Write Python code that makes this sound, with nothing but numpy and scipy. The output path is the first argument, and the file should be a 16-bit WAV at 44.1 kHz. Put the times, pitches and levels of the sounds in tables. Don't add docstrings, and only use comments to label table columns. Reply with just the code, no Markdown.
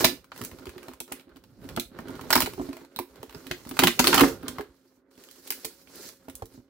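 import sys
import numpy as np
from scipy import signal
from scipy.io import wavfile

SR = 44100
rng = np.random.default_rng(int(sys.argv[2]) if len(sys.argv) > 2 else 0)


def to_wav(sig):
    pcm = np.clip(np.atleast_2d(sig), -1, 1) * 32767
    pcm = np.round(pcm).astype(np.int16)
    wavfile.write(sys.argv[1], SR, pcm.T)


def gain_from_db(level_db):
    decades = np.asarray(level_db, float) / 20
    return 10 ** decades


N = 295029
PORT_LAG = 12


def rms_one(x):
    return x / np.sqrt(np.mean(x ** 2) + 1e-20)


def at_hz(points, hz):
    table_hz, value = np.transpose(points)
    return np.interp(np.log(hz), np.log(table_hz), value)


def band(x, low_hz, high_hz):
    sos = signal.butter(2, [low_hz, min(high_hz, SR / 2.2)], "band", fs=SR, output="sos")
    return signal.sosfilt(sos, x)


def drift(rate_hz):
    r = np.exp(-80 * np.pi * rate_hz / SR)
    slow = signal.lfilter([1], [1, -2 * r, r * r], rng.standard_normal(N // 40 + 2002))[2000:]
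    return np.interp(np.arange(N) / 40, np.arange(len(slow)), rms_one(slow))


def clicks(times_s, heights):
    train = np.full(N, 1e-18)
    train[np.clip((np.asarray(times_s) * SR).astype(int), 0, N - 1)] = heights
    return train


def ring(train, hz, t60_s):
    r, w = gain_from_db(-60 / (t60_s * SR)), 2 * np.pi * hz / SR
    return signal.lfilter([0, np.sin(w)], [1, -2 * r * np.cos(w), r * r], train)


def dying(train, t60_s):
    return signal.lfilter([1], [1, -gain_from_db(-60 / (t60_s * SR))], train)


def struck(rows, t60_s, cycles):
    out, t = np.zeros(N + SR), np.arange(SR // 4) / SR
    for s, peak_db, hz in rows:
        at = round(s * SR)
        decay_s = t60_s + cycles / hz
        out[at:at + len(t)] += gain_from_db(peak_db - 60 * t / decay_s) * np.sin(2 * np.pi * hz * t)
    return out[:N]


def contact(x, length_s):
    push = np.hanning(max(round(length_s * SR), 3))
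    return np.convolve(x, push / push.sum())[:N]


def pair(white, hz):
    # frequency in [Hz], left-right likeness [0 to 1].
    port_likeness = [(60, 0.87), (180, 0.93), (550, .92), (1650, 0.6), (4970, 0.1), (15000, 0.02)]
    alike = np.clip(at_hz(port_likeness, hz), 0, 1)
    return np.sqrt(1 + alike) * white[0] + np.sqrt(1 - alike) * white[1] * np.array([[1], [-1]])


def coloured(white, spectrum, low_hz, high_hz, flicker_db):
    out = 0
    edges_hz = low_hz * 2 ** np.arange(0, np.log2(high_hz / low_hz) + .4, .5)
    for k, (low, high) in enumerate(zip(edges_hz, edges_hz[1:])):
        hz = np.sqrt(low * high)
        level = gain_from_db(at_hz(spectrum, hz) + flicker_db * drift(17))
        out = out + level * band(pair(white[k % 2], hz), low, high)
    return rms_one(out)


def refrigerator():
    # line frequency in [Hz], level in [dB].
    compressor_lines = [(60, -85), (268, -66), (545, -72)]
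    waver_s = np.cumsum(1 + 0.015 * drift(8.8)) / SR
    hum = 0
    for hz, level_db in compressor_lines:
        hum = hum + gain_from_db(level_db + 3.5 + 2.0 * drift(2.7)) * np.sin(2 * np.pi * hz * waver_s)
    return hum


def table_rumble(rub_db):
    # time in [s], rumble level in [dB].
    arm_lean = [(0.0, -51), (0.26, -59), (0.61, -57), (1.08, -73), (1.75, -46), (1.92, -60), (2.44, -45),
                (2.79, -72), (3.72, -58), (4.15, -58), (4.319, -53.5), (4.531, -60), (4.73, -71),
                (5.38, -75), (5.55, -71), (6.32, -62), (6.45, -58.5), (6.69, -70.5)]
    lean_db = np.interp(np.arange(N) / SR, *np.transpose(arm_lean))
    level_db = lean_db - 0.5 + 0.46 * (rub_db - rub_db.mean())
    side = 0.27 * rng.standard_normal(N) * [[1], [-1]]
    rumble = rms_one(band(rng.standard_normal(N) + side, 28, 230))
    return gain_from_db(level_db + 2.0 * drift(1.6)) * rumble


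def thuds():
    # time in [s], peak in [dB], pitch in [Hz].
    table_thuds = [(0.048, -33.5, 154.8), (0.407, -32, 116), (0.508, -39, 89), (0.662, -34, 74),
                   (1.688, -47, 132), (1.764, -39, 138), (1.982, -46, 100), (2.089, -37, 103),
                   (2.154, -37, 137), (2.347, -21, 162.5), (2.413, -27.5, 76), (2.587, -58, 51.1),
                   (2.586, -50, 148), (2.687, -51, 139), (2.97, -54, 156), (3.187, -40, 127),
                   (3.349, -32, 162), (3.498, -29, 146), (3.653, -53.5, 140.5), (3.83, -36.5, 163.4),
                   (3.828, -30, 136), (3.982, -26, 157), (4.201, -34.5, 160), (4.205, -25, 89),
                   (4.478, -39, 160), (4.574, -31, 160), (5.642, -45, 144), (6.284, -48, 96),
                   (6.412, -30.5, 106), (6.572, -42, 118), (0.17, -48, 60), (0.92, -48, 65), (1.3, -50, 60),
                   (1.37, -53, 62), (1.84, -45, 60), (3.09, -52, 62), (3.27, -45, 60), (4.3, -37, 65),
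                   (4.68, -48.5, 70), (6.33, -45, 60)]
    out, t = np.zeros(N + SR), np.arange(SR // 5) / SR
    for s, peak_db, hz in table_thuds:
        at = round((s + .007) * SR)
        out[at:at + len(t)] += gain_from_db(peak_db + 3.0 - 60 * t / 0.072) * np.sin(2 * np.pi * hz * t)
    return contact(out[:N], 0.0068)


def strokes():
    # start in [s], length in [s], rustle in [dB], rubbing in [dB].
    hand_strokes = [(0.0, 0.015, -30.5, -21), (0.379, 0.085, -50, -41.5), (0.522, 0.4, -61, -46.5),
                    (1.113, 0.035, -60, -43.5), (1.295, 0.072, -76, -53), (1.45, 0.15, -72.5, -63.5),
                    (1.638, .12, -60.5, -45.5), (1.954, .08, -66, -43), (2.081, .25, -57, -40),
                    (2.429, 0.23, -53.5, -45.5), (2.619, 0.19, -60, -43.5), (4.76, .2, -71.5, -73.5),
                    (2.925, .07, -67, -54), (3.099, .2, -64, -51), (3.352, 0.18, -56, -45.5),
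                    (3.52, 0.28, -55.5, -50), (3.758, .2, -47.5, -46), (4.049, 0.2, -31.5, -23.5),
                    (4.243, .07, -66, -34.5), (4.419, 0.18, -59, -41.5), (4.63, 0.091, -71.5, -59),
                    (5.111, .09, -67.5, -62.5), (5.206, .05, -56, -54), (5.303, 0.095, -57, -56.5),
                    (5.455, 0.2, -50, -51), (5.705, .11, -58.5, -57), (5.877, .05, -58.5, -51),
                    (5.956, 0.12, -45.5, -45.5), (6.217, 0.2, -66.5, -56.5), (6.523, 0.03, -60, -58)]
    rise_db_per_s, fall_db_per_s = 291.5, 214
    rest_db = np.array([[-91.5], [-63.5]])
    t = np.arange(0, N + 40, 40) / SR
    power = gain_from_db(2 * rest_db) * np.ones(len(t))
    for s, length_s, *levels_db in hand_strokes:
        fade_db = rise_db_per_s * np.maximum(s - t, 0) + fall_db_per_s * np.maximum(t - s - length_s, 0)
        power = power + gain_from_db(2 * (np.array(levels_db)[:, None] - fade_db))
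    return [np.interp(np.arange(N) / SR, t, 10 * np.log10(p)) for p in power]


def grains(per_s, spread_db, smooth):
    born = rng.random(N) < per_s * gain_from_db(4.0 * drift(25.0)) / SR
    sizes = gain_from_db(spread_db * np.minimum(rng.exponential(1, N), 4)) * born
    return (rms_one(sizes) + smooth) * rng.standard_normal((2, 2, N))


def hands(rustle_db, rub_db):
    # frequency in [Hz], density in [dB per Hz].
    rustle_spectrum = [(710, -36), (1200, -6), (1440, -5), (2790, -13.5), (5020, -2), (8820, -9),
                       (12300, -10.5), (16000, 2.5)]
    rub_spectrum = [(76, -35), (130, -17), (188, -11), (269, 2.5), (307, -17.5), (351, 6), (830, -22),
                    (1020, -8), (2210, -24), (4500, -25), (5850, -58), (9900, -120)]
    paper = grains(3000, spread_db=2.5, smooth=1.1)
    skin = grains(1200, spread_db=2.5, smooth=.45)
    rustle = gain_from_db(rustle_db - 2) * coloured(paper, rustle_spectrum, 1400, 16500, flicker_db=1.6)
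    rub = gain_from_db(rub_db - 6) * coloured(skin, rub_spectrum, 140, 4400, flicker_db=1.5)
    return rustle + rub


def pushes():
    # time in [s], peak in [dB], knock in [dB], wall pitch in [Hz].
    firm_pushes = [(0.049, -16, -9, 250), (0.41, -31, -17, 240), (0.667, -35, -9, 377),
                   (0.882, -37, -1, 261), (1.006, -41, 2.5, 261), (1.117, -37.5, 2, 242),
                   (1.773, -24.5, 2, 231), (1.991, -34, -5.5, 223), (2.093, -30.5, -2.5, 261),
                   (2.213, -40, -11, 272), (2.361, -15.5, -16.5, 250), (2.473, -33, 1, 417),
                   (2.596, -23, -7, 264), (2.688, -27.5, -11.5, 272), (2.997, -29.5, -3, 355),
                   (3.23, -39.5, -3, 439), (3.795, -19, -4.5, 261), (3.827, -15.5, -7.5, 353),
                   (3.876, -19.5, -11.5, 234), (3.997, -13, -6.5, 245), (4.081, -20.5, -7, 353),
                   (4.121, -24, -10, 406), (4.142, -18.5, -10, 245), (4.173, -18.5, -5.5, 275),
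                   (4.216, -12, -9, 275), (4.233, -12, -13, 272), (4.595, -27, -6.5, 417),
                   (5.503, -44.5, -16, 425), (5.646, -34.5, -5, 439), (6.282, -37, -4, 269),
                   (6.421, -38, 4, 439)]
    # time in [s], peak in [dB], knock in [dB], wall pitch in [Hz].
    further_pushes = [
        (4.209, -12, -14.5, 347),
        (4.221, -13.5, -15, 470),
        (3.845, -20, -16.5, 180),
    ]
    # time in [s], peak in [dB], pitch in [Hz].
    finger_nudges = [(0.122, -36.5, 283), (0.606, -43, 260), (0.762, -36.5, 360), (1.27, -46, 265),
                     (1.359, -45, 266), (1.641, -36, 282), (1.916, -43, 237), (2.054, -39.5, 338),
                     (2.24, -35.5, 263), (2.311, -30.5, 358), (2.431, -25, 256), (2.533, -40, 363),
                     (2.579, -29, 375), (2.614, -26.5, 352), (2.815, -40.5, 334), (2.965, -40, 234),
                     (3.344, -38, 413), (3.463, -37.5, 267), (3.509, -30.5, 361), (3.663, -32.5, 246),
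                     (3.712, -30, 262), (4.05, -23.5, 346), (4.299, -31.5, 433), (4.434, -31, 266.4),
                     (4.488, -31.5, 245), (4.53, -38, 258), (4.975, -57, 250), (5.11, -60, 423),
                     (5.177, -47, 261.5), (6.543, -47, 263), (6.576, -39.5, 243)]
    # frequency in [Hz], level in [dB], t60 in [s].
    box_modes = [(205, -9, .08), (240, 0, .11), (278, 0, .14), (350, 1, .13), (420, -5, .07)]
    soft = [(s, db, -12, hz) for s, db, hz in finger_nudges]
    s, peak_db, knock_db, pitch_hz = np.transpose(list(firm_pushes) + list(further_pushes) + soft)
    luck_db = rng.normal(0, 3.5, (len(s), 6))
    boom = gain_from_db(1.0) * struck(zip(s, peak_db, pitch_hz), t60_s=0.12, cycles=0)
    for k, (hz, level_db, t60_s) in enumerate(box_modes):
        late_s = s + 0.0015 * k
        boom += ring(clicks(late_s, gain_from_db(peak_db + level_db - 10 + luck_db[:, k])), hz, t60_s)
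    knock = dying(clicks(s, gain_from_db(peak_db + knock_db + 16)), 0.042) * rng.standard_normal(N)
    box = contact(boom, 0.0012) + band(knock, 330, 1000)
    return np.array([np.roll(box, PORT_LAG), box])


def pops():
    # time in [s], peak in [dB], pitch in [Hz].
    dent_pops = [(0.042, -7.5, 651), (0.318, -33, 1400), (0.882, -33, 980), (1.122, -47, 1200),
                 (1.773, -17.5, 686), (1.987, -38, 662), (2.194, -32, 1010), (2.304, -14.5, 972),
                 (2.328, -15, 888), (2.355, -5.5, 991), (2.378, -23, 1030), (2.42, -24, 1120),
                 (2.459, -32, 1080), (2.73, -34, 1020), (2.768, -33.5, 651), (2.846, -42, 867),
                 (2.989, -16, 966), (3.512, -28.5, 727), (3.768, -25.5, 964), (3.79, -7, 1230),
                 (3.837, -5.5, 961), (3.871, -13.5, 1570), (3.994, -15, 939), (4.043, -13, 1570),
                 (4.071, -10, 1220), (4.13, -12, 966), (4.141, -12.5, 1250), (4.177, -9, 1260),
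                 (4.191, -4, 1230), (4.207, -10, 1360), (4.584, -24, 1030), (4.704, -54.5, 1110),
                 (4.971, -58.5, 956), (6.283, -35.5, 651), (6.422, -39, 883)]
    # time in [s], peak in [dB], pitch in [Hz].
    corner_pings = [(0.043, -6.5, 3840), (0.0522, -10, 4640), (1.0031, -31, 3350), (1.1207, -31, 3200),
                    (1.763, -35, 4470), (1.7973, -26, 3640), (2.3107, -16, 4690), (2.3274, -6.5, 5090),
                    (2.3319, -4.5, 5240), (2.353, -11.5, 4110), (2.3634, -17, 4940), (2.3767, -10, 5130),
                    (2.4187, -15, 4070), (2.7297, -35, 4370), (2.962, -23, 3930), (3.2296, -36, 3280),
                    (3.3474, -31.5, 5050), (3.5129, -23.5, 3090), (3.7903, -12, 2600), (3.8347, -8.5, 3110),
                    (3.8711, -10, 3380), (3.9914, -8, 2720), (4.0422, -12.5, 3580), (4.0706, -9, 3680),
                    (4.129, -10, 3280), (4.142, -10.5, 4640), (4.178, -11, 3020), (4.2074, -9, 2640),
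                    (4.481, -26, 3650), (5.2884, -41, 3170), (5.5046, -19.5, 5030), (5.6473, -20, 4420)]
    pop = gain_from_db(-4) * struck(dent_pops, t60_s=0, cycles=24)
    pop += gain_from_db(-2.5) * struck(corner_pings, t60_s=0, cycles=40.0)
    return np.array([np.roll(pop, PORT_LAG // 2), pop])


def buckles():
    # time in [s], peak in [dB], dull part in [dB], bright part in [dB].
    wall_wrenches = [(0.0074, -19, -9.5, -0.5), (0.0449, 4.5, -23.5, -7.5), (0.0509, -12.5, -15, -7),
                     (2.3044, -9, -10.5, -3), (2.328, -1.5, -17, -5), (2.355, -3.5, -9, -3),
                     (2.3787, -17, -10, -5), (2.404, -10, -17, -0.5), (2.421, -11.5, -19, -4.5),
                     (2.4598, -15.5, -18, -7), (3.791, 2, -23.5, -10.5), (3.8198, -12, -10.5, -14.5),
                     (3.836, -0.5, -14.5, -6.5), (3.8713, 1, -17.5, -8.5), (3.9935, 1, -17.5, -5.5),
                     (4.0423, -3.5, -19, -11), (4.071, 2, -24, -7), (4.129, -5, -11, -14.5),
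                     (4.1433, -1, -16, -4), (4.16, -11.5, -20.5, -6), (4.1795, -4, -17, -7),
                     (4.1954, -3.5, -13.5, -9), (4.208, 0, -14, -8.5), (4.235, -18, 2.5, -8)]
    # time in [s], peak in [dB], dull part in [dB], bright part in [dB].
    sheet_snaps = [(0.3181, -26, -11, -22), (0.377, -35, -16, 1), (0.4142, -26.5, -12.5, -0.5),
                   (0.4374, -29.5, -30, 1.5), (0.448, -29.5, -25, 8.5), (0.4547, -39.5, -17, -2),
                   (0.6693, -30, -13, -14), (0.78, -30.5, -21.5, -9.5), (1.0026, -21.5, -27, -0.5),
                   (1.1216, -21, -17.5, -2), (1.1962, -35, -27, -13), (1.3601, -37, -30, -10),
                   (1.689, -25.5, -23, -8.5), (1.763, -20, -33, -3.5), (1.7741, -22.5, -7, -19),
                   (1.7975, -9, -72, -11), (1.9879, -28.5, -7, -11.5), (2.1934, -41.5, 1, -12),
                   (2.7676, -30.5, -16, -8), (2.9617, -28.5, -21.5, -2.5), (2.989, -20, -16, -3.5),
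                   (3.2294, -33, -10.5, 0), (3.5122, -7.5, -29, -19.5), (3.6915, -32, -19, 5),
                   (3.711, -27, -9, -7), (3.7682, -29, -4, -3.5), (4.43, -39, -6, -3),
                   (4.4816, -16.5, -21, -2), (4.584, -28, -2.5, -9.5), (4.6087, -30.5, -7.5, -2.5)]
    # time in [s], peak in [dB].
    sheet_ticks = [(0.243, -40.5), (0.3617, -35), (0.514, -35.5), (0.586, -36.5), (0.6556, -32),
                   (0.6925, -30.5), (0.8299, -35.5), (0.883, -30.5), (0.9348, -35.5), (1.078, -41),
                   (1.4386, -42.5), (1.6536, -44), (2.0833, -32), (2.1533, -36.5), (2.2111, -30.5),
                   (2.535, -31.5), (2.691, -38.5), (2.7306, -31.5), (2.8487, -41), (3.1572, -40),
                   (3.295, -36.5), (3.3258, -38), (3.3478, -33.5), (3.4677, -29.5), (3.6508, -36.5),
                   (3.6712, -34.5), (4.7433, -57), (4.812, -61.5), (2.296, -35.5), (5.8155, -56),
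                   (6.136, -51), (0.595, -41), (1.209, -43.5), (1.293, -53), (1.368, -41), (1.6415, -44),
                   (1.697, -42), (2.004, -38), (2.105, -39.5), (3.308, -41), (3.605, -45), (5.112, -50.5),
                   (5.198, -48), (5.222, -52)]
    # time in [s], peak in [dB], bright part in [dB].
    label_creases = [(5.1533, -49, -4), (5.1768, -39.5, -9.5), (5.238, -37.5, -3), (5.2867, -40, -4),
                     (5.3117, -38, 1), (5.359, -45, -2), (5.4733, -37, 3), (5.476, -34.5, 0),
                     (5.5043, -16.5, 2), (5.5217, -23, -0.5), (5.6462, -24.5, -1.5), (5.6507, -27, 6),
                     (5.873, -38, -28), (5.9567, -52, 17), (6.0887, -31, -2.5), (6.2845, -34, -6),
                     (6.2978, -33, -2), (6.353, -39, 13.5), (6.4225, -34.5, -7), (6.456, -41.5, 4)]
    after = [(s + 0.0084 * rng.uniform(0.44, 1.0), db - 11.5, dull, bright)
             for s, db, dull, bright in wall_wrenches]
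    ticks = [(s, db, -15.5, -6.5) for s, db in sheet_ticks]
    creases = [(s, db, -24, bright) for s, db, bright in label_creases]
    return np.transpose(list(wall_wrenches) + after + list(sheet_snaps) + ticks + creases)


def snaps():
    # frequency in [Hz], level in [dB], t60 in [s].
    panel_modes = [(650, -6, .04), (845, -6, .04), (980, 0, .045), (1250, 0, .045), (1360, -3, .04),
                   (1580, -5, .035), (2250, -6, .03), (2550, -5, .03), (3150, -8, .025), (4300, -9, .02)]
    treble_lag = .3
    s, peak_db, dull_db, bright_db = buckles()
    out, white = np.zeros((2, N)), rng.standard_normal((2, 2, N))
    edges_hz = np.geomspace(560, 18000, 9)
    luck = rng.normal(0, 1, (len(s), 20))
    side = gain_from_db(np.outer([.5, -.5], 2.6 * luck[:, 19]))
    for k, (low, high) in enumerate(zip(edges_hz, edges_hz[1:])):
        hz = np.sqrt(low * high)
        tilt_db = np.array([
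            at_hz([(680, a + 2), (1100, a + 8), (3000, -8.0), (8500, b - 5), (12500, b + 0.89)], hz)
            for a, b in zip(dull_db, bright_db)])
        height = gain_from_db(peak_db + tilt_db + 1.6 * luck[:, k]) * np.sqrt(SR / 4 / (high - low))
        trains = [clicks(s, height * g) for g in side]
        crack = np.array([dying(train, 0.02 + 5.9 / hz) for train in trains])
        spike = np.array([0.12 * dying(train, 0.00037) for train in trains])
        if hz > 6000:
            crack = crack - treble_lag * np.array([dying(train, 0.0038) for train in trains])
            spike = (1 - treble_lag) * spike
        out += band(crack * pair(white[k % 2], hz) + spike * white[0, 0], low, high)
    for k, (hz, level_db, t60_s) in enumerate(panel_modes):
        share = np.clip(np.log2(3000 / hz) / 2.5, 0, 1)
        mode_db = peak_db + share * dull_db + level_db - 18.5 + 3.5 * luck[:, 8 + k]
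        out += ring(clicks(s, gain_from_db(mode_db)), hz, t60_s)
    return gain_from_db(-6.5) * out


def kitchen(x):
    t60_s, tail_db, echo_s, echo_db = 0.21, -6.5, 0.0076, -9.5
    t = np.arange(round(.4 * SR)) / SR
    white = rng.standard_normal((2, len(t)))
    bass = signal.lfilter([.2], [1, -.8], white)
    tail = (white - bass + bass[0]) * gain_from_db(-60 * t / t60_s) * np.clip(t / 0.0057, 0, 1)
    tail = signal.sosfilt(signal.butter(1, 150, "high", fs=SR, output="sos"), tail)
    tail = tail - 0.6 * band(tail, 360, 2500) * np.clip(t / 0.018, 0, 1)
    tail *= gain_from_db(tail_db) / np.sqrt(np.sum(tail ** 2, axis=1, keepdims=True))
    at = round(echo_s * SR)
    tail[[0, 1], [at, at + 9]] += gain_from_db(echo_db)
    return signal.fftconvolve(x, tail, axes=1)[:, :N]


def scene():
    lean = gain_from_db(3.7 * np.array([[-.5], [.5]]))
    rustle_db, rub_db = strokes()
    gate = gain_from_db(0.32 * np.clip(rub_db + 53.5, -14, 8))
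    table = table_rumble(rub_db) + gate * refrigerator() + thuds()
    crackle = lean * (snaps() + pops() + hands(rustle_db, rub_db))
    boom = lean * pushes()
    wet = kitchen(crackle + gain_from_db(-7) * boom)
    hiss = gain_from_db(-96) * rng.standard_normal((2, N))
    return crackle + boom + wet + lean * table + hiss


def low_pass(x):
    return signal.sosfilt(signal.butter(12, 16960, fs=SR, output="sos"), x)


def record(dry):
    shut_s, open_s, shut_hz = 4.97, 5.11, 2400
    heard = .88 * np.tanh(dry / .88)
    heard = signal.sosfilt(signal.butter(6, 45, "high", fs=SR, output="sos"), heard)
    still = np.interp(np.arange(N) / SR, [shut_s, shut_s + .07, open_s - .005, open_s], [0, 1, 1, 0])
    dull = signal.sosfiltfilt(signal.butter(6, shut_hz, fs=SR, output="sos"), heard)
    heard = heard + .75 * still * (dull - heard)
    mix = signal.sosfilt(signal.ellip(10, .5, 42, 15800, fs=SR, output="sos"), heard)
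    return low_pass(mix)


dry = scene()
out = record(dry)
to_wav(out)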